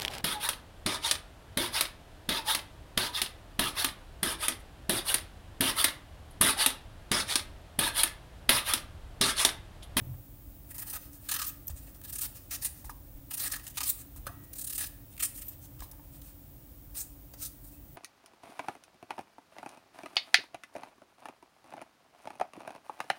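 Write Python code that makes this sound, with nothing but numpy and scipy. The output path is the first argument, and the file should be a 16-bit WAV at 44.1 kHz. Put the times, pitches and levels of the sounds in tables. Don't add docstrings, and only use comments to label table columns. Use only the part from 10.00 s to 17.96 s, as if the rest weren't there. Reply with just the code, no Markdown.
import sys
import numpy as np
from scipy import signal
from scipy.fft import rfft, irfft, next_fast_len
from scipy.io import wavfile

SR = 44100
rng = np.random.default_rng(int(sys.argv[2]) if len(sys.argv) > 2 else 0)


def natural_amplitude(level_db):
    exponent = np.asarray(level_db, float) / 20
    return 10 ** exponent


def bounce(signal):
    frames = np.transpose(np.atleast_2d(signal))
    limited = np.clip(frames, -1, 1)
    pcm = np.round(limited * 32767).astype(np.int16)
    wavfile.write(sys.argv[1], SR, pcm)


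N = 351036

# [t/s, peak level/dB, knock f/Hz, knock t60/s, bowl share/dB]
PIECES = [(0.141, -61, 710, 0.0096, -30), (1.695, -56, 636, 0.0097, -11), (1.879, -67, 600, 0.024, -24),
          (2.845, -56.5, 850, 0.02, -32), (2.895, -49.5, 930, 0.021, -30), (4.16, -68, 975, 0.037, -22),
          (4.267, -41, 1260, 0.017, -13), (5.805, -65, 1180, 0.027, -31), (5.821, -49.5, 940, 0.011, -27),
          (5.859, -67, 540, 0.03, -26), (5.932, -67, 890, 0.034, -27), (5.995, -66.5, 896, 0.045, -16),
          (7.338, -60, 537, 0.018, -3)]


def rms_one(x):
    return x / np.sqrt(np.mean(x ** 2) + 1e-20)


def coloured(x, spectrum):
    hz, db = np.transpose(spectrum)
    size = next_fast_len(N)
    axis = np.arange(size // 2 + 1) * SR / size + 1
    gain = natural_amplitude(np.interp(np.log(axis), np.log(hz), db, left=-90, right=-90))
    return rms_one(irfft(rfft(x, size) * gain, size)[:N])


def resonance(x, hz, width_hz):
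    r = np.exp(-np.pi * width_hz / SR)
    feedback = [1, -2 * r * np.cos(2 * np.pi * hz / SR), r * r]
    return signal.lfilter([(1 - r * r) / 2, 0, (r * r - 1) / 2], feedback, x)


def strike(out, s, db, hz, t60, contact_s):
    start = round(s * SR)
    t = np.arange(min(round(t60 * SR) + 2, N - start)) / SR
    envelope = natural_amplitude(db - 60 * t / t60) * (1 - np.exp(-t / contact_s))
    out[start:start + len(t)] += envelope * np.sin(2 * np.pi * hz * t)


def background():
    # [f/Hz, level/dB per Hz]
    rumble_colour = [(24, -54), (33, -23), (42, -3), (60, -4.5), (85, -21), (110, -60)]
    upper_colour = [(45, -24), (70, -1), (130, -2), (160, -9.5), (200, -19.5), (260, -55)]
    air_colour = [(120, -27), (200, -10.5), (254, -10.5), (284, -3), (308, -9), (452, -23), (530, -15.5),
                  (903, -23.5), (1030, -25.5), (1890, -30.5), (3000, -33), (3900, -38), (6600, -120)]
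    hiss_colour = [(1760, -66), (3000, -19.5), (6800, -17), (9500, -12.5), (11100, -10.5), (13000, -13),
                   (14000, -2.5), (14800, -1), (15900, 4)]
    # [t/s, lift/dB]
    stir = [
        (0, 9.5),
        (.25, 0),
        (1.3, 0),
        (1.7, 1.5),
        (3.9, -0.5),
        (4.3, 4),
        (4.7, -0.5),
        (5.6, 1),
        (7, -1),
        (7.96, 0),
    ]
    drone_hz, drone_width_hz = 287, 10
    noise = rng.standard_normal((5, N))
    stir_db = np.interp(np.arange(N) / SR, *np.transpose(stir))
    rumble = natural_amplitude(-54.5 + 0.35 * stir_db) * coloured(noise[0], rumble_colour)
    rumble += natural_amplitude(-55.5 + stir_db) * coloured(noise[4], upper_colour)
    drone = resonance(noise[1], drone_hz, drone_width_hz)
    drone = natural_amplitude(-66.5) * rms_one(resonance(drone, drone_hz, drone_width_hz))
    air = natural_amplitude(-60 + 0.49 * stir_db) * coloured(noise[2], air_colour)
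    hiss = natural_amplitude(-56.5) * coloured(noise[3], hiss_colour)
    return rumble + drone + air + hiss


def kitchen(x):
    middle_t60_s, treble_t60_s = 0.5, 0.36
    t, size = np.arange(SR // 2) / SR, next_fast_len(N + SR)
    noise = rng.standard_normal(len(t))
    middle = signal.sosfilt(signal.butter(2, 4000, fs=SR, output="sos"), noise)
    tail = middle * natural_amplitude(-60 * t / middle_t60_s) + (noise - middle) * natural_amplitude(-60 * t / treble_t60_s)
    tail *= (1 - np.exp(-t / 0.00066)) / np.sqrt(np.sum(tail ** 2))
    return irfft(rfft(x, size) * rfft(tail, size), size)[:N]


def bowl():
    # [f/Hz, level/dB, t60/s]
    modes = [(899, -9, .6), (1195, -13, .2), (1353, -10, .5), (1912, -10, 2.0), (2573, -18, .7)]
    out = np.zeros(N)
    for s, db, _, _, bowl_db in PIECES:
        for hz, mode_db, t60 in modes:
            strike(out, s, db + bowl_db + mode_db, hz, t60, contact_s=0.0006)
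    return out


def worktop_booms():
    # [t/s, peak level/dB, f/Hz, t60/s]
    booms = [(0.017, -36, 116, 0.11), (0.066, -40, 124.7, 0.37), (0.097, -37.5, 129, 0.25),
             (0.335, -41, 110, 0.085), (0.476, -36.5, 58.7, 0.11), (1.701, -33.5, 74, 0.18),
             (2.851, -40, 59, 0.32), (3.149, -37, 42.4, 0.14), (4.184, -41, 57.2, 0.36),
             (4.268, -34, 120, 0.05), (5.799, -39.5, 56, 0.22), (6.879, -41, 60.4, 0.1)]
    out = np.zeros(N)
    for s, db, hz, t60 in booms:
        strike(out, s, db + 0.5, hz, t60, contact_s=0.0017)
        strike(out, s + 0.0217, db + 0.5, 0.73 * hz, t60, contact_s=0.014)
    return out


def drops():
    # [f/Hz, level/dB]
    heap = [(600, 9), (800, 9), (1100, 9), (1450, -2), (1700, 2), (2000, -5.5), (2300, -3)]
    bounce_s, bounce_db = 0.019, -15
    loss_db_per_octave = 19
    out = np.zeros(N)
    for (s, db, hz, t60, _), chance in zip(PIECES, rng.random((len(PIECES), 7))):
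        strike(out, s, db + 17, hz, t60, contact_s=0.0017)
        strike(out, s + bounce_s, db + 16 + bounce_db, 1.04 * hz, 2 * t60, contact_s=0.00092)
        for (mode_hz, share_db), c in zip(heap, chance):
            loss_db = loss_db_per_octave * max(np.log2(hz / mode_hz), 0)
            detuned_hz = mode_hz * (1 + 0.083 * (c - 0.5))
            strike(out, s + 0.00181 * c, db + share_db - loss_db, detuned_hz, t60, contact_s=0.000067)
    return out


def clinks():
    # [t/s, peak level/dB, f/Hz, t60/s, contact/ms]
    rings = [(0.961, -48, 1250, 0.037, 2), (1.6799, -24, 13800, .008, .15), (1.6808, -23, 14200, .008, .15),
             (1.67, -23, 13900, .014, .3), (1.680, -39, 6200, 0.014, .3), (1.5, -46, 2600, 0.036, 1.8),
             (2.8955, -41.5, 1211, 0.062, .4), (2.8952, -45, 1900, .02, .2), (4.268, -40, 560, 0.069, 1),
             (4.2675, -39, 786, 0.052, .6), (4.29, -49, 700, 0.14, 4), (2.8953, -46, 1750, .025, .2),
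             (2.8445, -52, 2100, .03, .3), (5.823, -48, 1000, .06, 1), (4.274, -42, 1500, .07, 1),
             (4.281, -42, 1150, .07, 2), (5.824, -55, 4000, 0.13, 5), (7.337, -52, 4700, .04, 1),
             (7.337, -57, 2050, 0.042, 1), (7.337, -54, 6350, .04, 1), (7.733, -60, 2600, .15, 10),
             (3.533, -42, 1800, 0.059, 3), (3.558, -38, 1750, .04, 2)]
    spread = 0.049
    out = np.zeros(N)
    for (s, db, hz, t60, contact_ms), chance in zip(rings, rng.random((len(rings), 3))):
        for k, c in enumerate(chance):
            close_hz = hz * (1 + spread * (k - 1) * (0.5 + c) / 2)
            strike(out, s + c / hz, db - 5, close_hz, t60, contact_ms / 1000)
    return out


def slips():
    # [t/s, crunch level/dB, fade/ms, flesh share/dB]
    breaks = [(0.749, -46.5, 24, -10.5), (0.784, -39.5, 16, -14), (0.796, -40, 14, -15),
              (4.781, -33, 11.6, -9), (3.806, -36, 7.7, 1.5), (3.309, -42.5, 7, -3),
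              (0.901, -38.5, 17.4, -14), (1.02, -54.5, 50, -7), (1.291, -34.5, 16, -4.5),
              (1.316, -29.5, 15.5, -4), (1.342, -32, 16, -2.5), (1.418, -33.5, 13.5, 0),
              (1.7, -52.5, 14, -4), (1.874, -61, 32, 0), (1.949, -58, 25, -10), (2.015, -49, 4, -5),
              (2.514, -40.5, 22, -6), (2.65, -32, 18.7, -10.5), (3.641, -54, 26, -11),
              (3.834, -33, 12, -8.5), (3.9, -31, 11.5, -33), (4.165, -53.5, 20, -8.5),
              (4.81, -35.5, 28.5, -10), (5.179, -47, 5.5, -10), (5.228, -30, 16, -9),
              (5.379, -46, 22, -12.5), (5.805, -45, 3.2, -1.5), (5.914, -48, 8, -15),
              (6.954, -47.5, 33, -8.5), (6.977, -40, 40, -18), (3.502, -46, 4.8, -3), (3.582, -60, 5, -8),
              (3.596, -52, 5.8, 1), (7.353, -70, 8.9, -8), (7.452, -41, 22.4, -22)]
    # [t/s, crunch level/dB, swell/ms, flesh share/dB]
    builds = [(1.365, -32.5, 5.6, -2.5), (2.09, -49.5, 19, -13), (2.238, -36, 26, -13),
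              (2.258, -37.5, 22, -10.5), (2.555, -40.5, 36, -7.5), (3.523, -34, 7.8, -9),
              (3.507, -53, 6.5, 1), (3.894, -32, 7.9, -32), (4.015, -52, 32, -10), (4.871, -44.5, 16, -27),
              (5.236, -41, 5.4, -14), (5.534, -59.5, 50, -8), (5.655, -55.5, 37, -16),
              (5.794, -56.5, 4.6, 0), (7.004, -45, 4.9, -15), (7.023, -53, 33, -25), (7.427, -49, 36, -18)]
    # [t/s, crunch level/dB, swell and fade/ms, flesh share/dB]
    slides = [(0.826, -40, 11, -10), (0.88, -44.5, 19, -9.5), (0.939, -37.5, 12, -9),
              (0.961, -38, 12.4, -7), (1.396, -35.5, 9.2, 1), (1.448, -40, 9.8, -7), (1.489, -42, 13, -12),
              (2.052, -47.5, 9.8, -7), (2.632, -39, 14, -10), (2.665, -45, 5.9, -23), (3.42, -35, 11, -14),
              (3.439, -33, 11.4, -9.5), (3.461, -35, 16, -5.5), (3.478, -36, 5, -15), (1.41, -43, 4.6, -2),
              (3.54, -40.5, 10.2, 1.5), (3.563, -41.5, 8.3, -4), (3.88, -34, 26.5, -20.5),
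              (4.842, -41.5, 8.5, 0.5), (5.206, -37.5, 9.4, -7), (5.253, -32.5, 11.3, -21),
              (5.36, -48.5, 16, -29), (5.423, -44.5, 10.3, -9), (7.013, -39, 8, -30),
              (1.47, -41.5, 7.2, -10), (3.403, -34, 10.3, -13), (3.317, -40, 10.3, -5),
              (3.782, -33.5, 7.5, -4), (3.815, -37, 6, -2), (3.763, -54, 10, -8), (3.752, -59, 12, -20),
              (5.198, -45, 4, -6), (5.47, -54, 5, -20), (2.04, -50, 5.6, -10), (3.344, -34.5, 9.8, -12),
              (3.38, -37, 9.3, -12), (4.536, -42, 6.1, -16), (4.757, -38.5, 12, -12),
              (7.432, -39.5, 13.4, -19.5), (7.649, -56, 14, -22), (7.68, -57, 17, -23),
              (7.735, -61, 28, -25), (0.713, -47, 10, -9), (0.697, -58, 13, -8), (4.795, -37.5, 7, -10)]
    # [t/s, crunch level/dB, swell and fade/ms]
    rubs = [(1.133, -54, 3.7), (1.15, -57.5, 27), (1.266, -56.5, 49), (1.78, -57, 22), (1.835, -61, 26),
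            (2.365, -51.5, 18.4), (2.42, -65, 50), (2.788, -60, 38), (3.706, -54, 11), (4.444, -58, 8.7),
            (5.135, -66, 40), (5.833, -51.5, 18), (6.152, -60, 29), (6.219, -53, 5), (6.272, -58.5, 43)]
    # [t/s, crunch level/dB, fade/ms, flesh share/dB]
    slaps = [(2.844, -54, 31, -6.5), (2.894, -49, 17, -7.5), (3.666, -44.5, 8, -0.5),
             (3.677, -45.5, 9.4, -10), (3.771, -37, 6, -5), (4.258, -61, 5, 5), (4.2662, -43, 11, 2.5),
             (5.127, -58, 2.7, -15), (5.137, -58, 3, -14), (5.1657, -58, 3.8, -20), (7.336, -52, 10, -9)]
    # [t/s, crunch level/dB, fade/ms, flesh share/dB]
    chatters = [(2.1, -43, 10, -10.5), (2.131, -40, 14.5, -13), (2.159, -39, 12, -12),
                (2.19, -37.5, 8.8, -14), (2.217, -36, 12, -20), (4.56, -46.5, 18, -17),
                (4.588, -40, 17, -18), (4.617, -39, 11, -21), (4.647, -38.5, 7.3, -18),
                (4.675, -37.5, 11.5, -16), (4.703, -36.5, 12, -17), (4.731, -34.5, 8.2, -15)]
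    # [t/s, crunch level/dB, swell/ms, fade/ms]
    tears = [
        (1.478, -47, 17, 19),
        (3.915, -67, 8, 25),
        (1.6806, -46.5, 1, 7.7),
        (3.899, -38, 9, 7.1),
        (5.484, -47, 3.4, 11.5),
        (5.489, -61, 68, 7),
    ]
    rows = [(s, db, 0.44 + 0.28 * ms, ms, flesh_db) for s, db, ms, flesh_db in breaks]
    rows += [(s, db, ms, 7.4 + 0.086 * ms, flesh_db) for s, db, ms, flesh_db in builds]
    rows += [(s, db, ms, ms, flesh_db) for s, db, ms, flesh_db in slides]
    rows += [(s, db, ms, ms, -9) for s, db, ms in rubs]
    rows += [(s + 0.001, db, 0, ms, flesh_db) for s, db, ms, flesh_db in slaps]
    rows += [(s, db, 7.8, ms, flesh_db) for s, db, ms, flesh_db in chatters]
    knee_db, loss = -45.5, 0.24
    rows = [(*row, 2 - loss * max(row[1] - knee_db, 0)) for row in rows]
    return rows + [(*row, -29, 12) for row in tears]


def slip_envelopes():
    power, t = np.zeros((3, N)), np.arange(-6000, 6000)
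    for s, db, swell_ms, fade_ms, flesh_db, sizzle_db in slips():
        span = np.clip(round(s * SR) + t, 0, N - 1)
        width = np.where(t < 0, max(swell_ms - 1.5, 0.7), max(fade_ms - 1, 1.5)) * SR / 1000
        steepness = np.where(t < 0, 2.5, 1.9)
        bell = np.exp(-1.6 * abs(t / width) ** steepness)
        power[:, span] += bell * natural_amplitude([[db], [db + flesh_db], [db + sizzle_db]]) ** 2
    return np.sqrt(power)


def bursting_cells():
    cells_per_s, spread_db = 13000, 3
    sizes = natural_amplitude(spread_db * np.minimum(rng.exponential(1, N), 4)) * rng.choice([-1, 1], N)
    return rms_one(sizes * (rng.random(N) < cells_per_s / SR))


def patchy(x):
    # [t/s, lower lift/dB, middle lift/dB, upper lift/dB]
    slit = [(.95, -34, -5, -2), (1.3, 4.5, -1, 0), (1.45, -6, -0.5, 0), (1.69, 1, 1, 4.5),
            (2.25, -3.5, -2, -1.5), (2.53, 3, 4.5, 0.5), (2.65, -10, 1.5, -2.5), (3.32, -6, -1, 0),
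            (3.8, 8.5, 3.5, 0), (3.89, -5, -2, 2.5), (4.7, -7, -3.5, 0), (4.83, -1, 0, -0.5),
            (5.2, 10.5, 2, 2.5), (5.25, -4, -4.5, 2), (5.7, -1.5, 0, 0), (7.0, -7, -1.5, 1),
            (7.44, -1, 1.5, -1), (7.65, -15, -5, -1)]
    size = next_fast_len(N)
    spectrum = rfft(x, size)
    place = 3 * np.log2(np.arange(1, size // 2 + 2) * SR / size / 2500)
    place = np.clip(place, 0, 8)
    knots = np.arange(0, N + 1500, 1500)
    s, lower_db, middle_db, upper_db = np.transpose(slit)
    band_lifts = [lower_db] * 2 + [middle_db] * 3 + [upper_db] + [0 * s] * 3
    out = 0
    for k, chance in enumerate(rng.standard_normal((9, len(knots)))):
        band = irfft(spectrum * np.clip(1 - abs(place - k), 0, 1), size)[:N]
        lift_db = np.interp(knots / SR, s, band_lifts[k])
        out = out + band * natural_amplitude(np.interp(np.arange(N), knots, 3 * chance + lift_db))
    return out


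def shaken_flesh(envelope):
    # [f/Hz, width/Hz, level/dB]
    modes = [(526, 700, -5.5), (910, 126, -1.5), (1250, 160, -2), (1682, 94, -2), (1870, 157, -4),
             (2570, 250, -3), (3023, 340, -5), (3705, 290, -6.5), (4274, 270, -4), (5060, 230, -3.5),
             (6150, 170, -3)]
    # [t/s, f/Hz, lift/dB, lift of the two lowest modes/dB]
    grip = [(.8, 1790, 6.5, 4.5), (.95, 1230, 0.5, 2), (1.3, 1510, 11, -4), (1.36, 1620, 3, -5),
            (1.4, 1250, 11, -11), (1.5, 1250, 3, -10), (2.1, 1760, 7, -3), (2.25, 1250, 2.5, 2),
            (2.5, 1870, 4, -3), (3.33, 2400, 11, 1), (3.42, 1730, 7, 3.5), (3.56, 1750, 8.5, -1),
            (3.79, 1250, 4, 1.5), (4.7, 1740, 4, -8), (4.83, 2000, 5.5, -3), (5.2, 2360, 2.5, -3.5),
            (7, 1250, 0, 1.5), (7.5, 2570, -12, -1)]
    grip_octaves = 0.39
    highpass = signal.butter(2, 450, "high", fs=SR, output="sos")
    cells = signal.sosfilt(highpass, bursting_cells())
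    knots = np.arange(0, N + 2000, 2000)
    wander_db = 2.66 * rng.standard_normal((len(modes), len(knots)))
    s, *columns = np.transpose(grip)
    freed_hz, freed_db, lowest_db = (np.interp(knots / SR, s, column) for column in columns)
    shaken = steady = 0
    for k, (hz, width, db) in enumerate(modes):
        nearness = np.exp(-(np.log2(hz / freed_hz) / grip_octaves) ** 2)
        lift_db = freed_db * (nearness - 0.5) + lowest_db * (k < 2)
        freed = natural_amplitude(db + np.interp(np.arange(N), knots, wander_db[k] + lift_db))
        sign = (-1) ** k
        driven = resonance(freed * envelope * cells + 1e-18, hz, width)
        shaken = shaken + sign * resonance(driven, hz, 3 * width)
        steady = steady + sign * natural_amplitude(db) * resonance(resonance(cells, hz, width), hz, 3 * width)
    return natural_amplitude(-0.5) * shaken / np.std(steady)


def snapping_fibres():
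    # [t/s, peak level/dB]
    snaps = [(0.9, -24), (0.9511, -25), (1.341, -19), (0.7122, -35), (0.7462, -37), (4.7858, -23),
             (2.8546, -32), (3.3335, -27), (3.4018, -23), (2.2224, -24), (3.5956, -35), (3.6415, -33),
             (3.6673, -32), (1.68, -27), (3.7817, -21), (3.9012, -20), (3.9047, -17), (5.167, -36),
             (5.2353, -13), (5.4848, -27), (5.9148, -37), (7.0125, -23), (7.469, -29)]
    ticks = np.zeros(N)
    for s, db in snaps:
        ticks[round(s * SR)] = natural_amplitude(db + 8)
    return resonance(ticks + 1e-18, 9000, 5000) - resonance(ticks + 1e-18, 14000, 4000)


def blade():
    # [f/Hz, level/dB per Hz]
    crunch_colour = [(1300, -26), (2300, -15), (4000, -12.5), (6000, -9.5), (7500, -7.5), (9000, -1),
                     (10200, -4.5), (11100, -4.5), (12000, -18.5), (13500, -57)]
    sizzle_colour = [(11000, -23.5), (12300, -22), (13500, -14.5), (14600, -17), (16300, -17)]
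    crunch, flesh, sizzle = slip_envelopes()
    direct = crunch * patchy(coloured(bursting_cells(), crunch_colour))
    direct += sizzle * coloured(bursting_cells(), sizzle_colour)
    return direct + shaken_flesh(flesh) + snapping_fibres()


def scene():
    near = blade() + drops() + worktop_booms()
    return (background() + natural_amplitude(-10.5) * kitchen(near) + bowl() + clinks() + near)[None]


def low_pass(x):
    return signal.sosfilt(signal.butter(12, 16840, fs=SR, output="sos"), x)


def record(dry):
    x = dry - 0.75 * resonance(dry, 11100, 800)
    x = signal.sosfilt(signal.ellip(14, 0.5, 70, 15760, fs=SR, output="sos"), x)
    return low_pass(x)


dry = scene()
out = record(dry)
bounce(out)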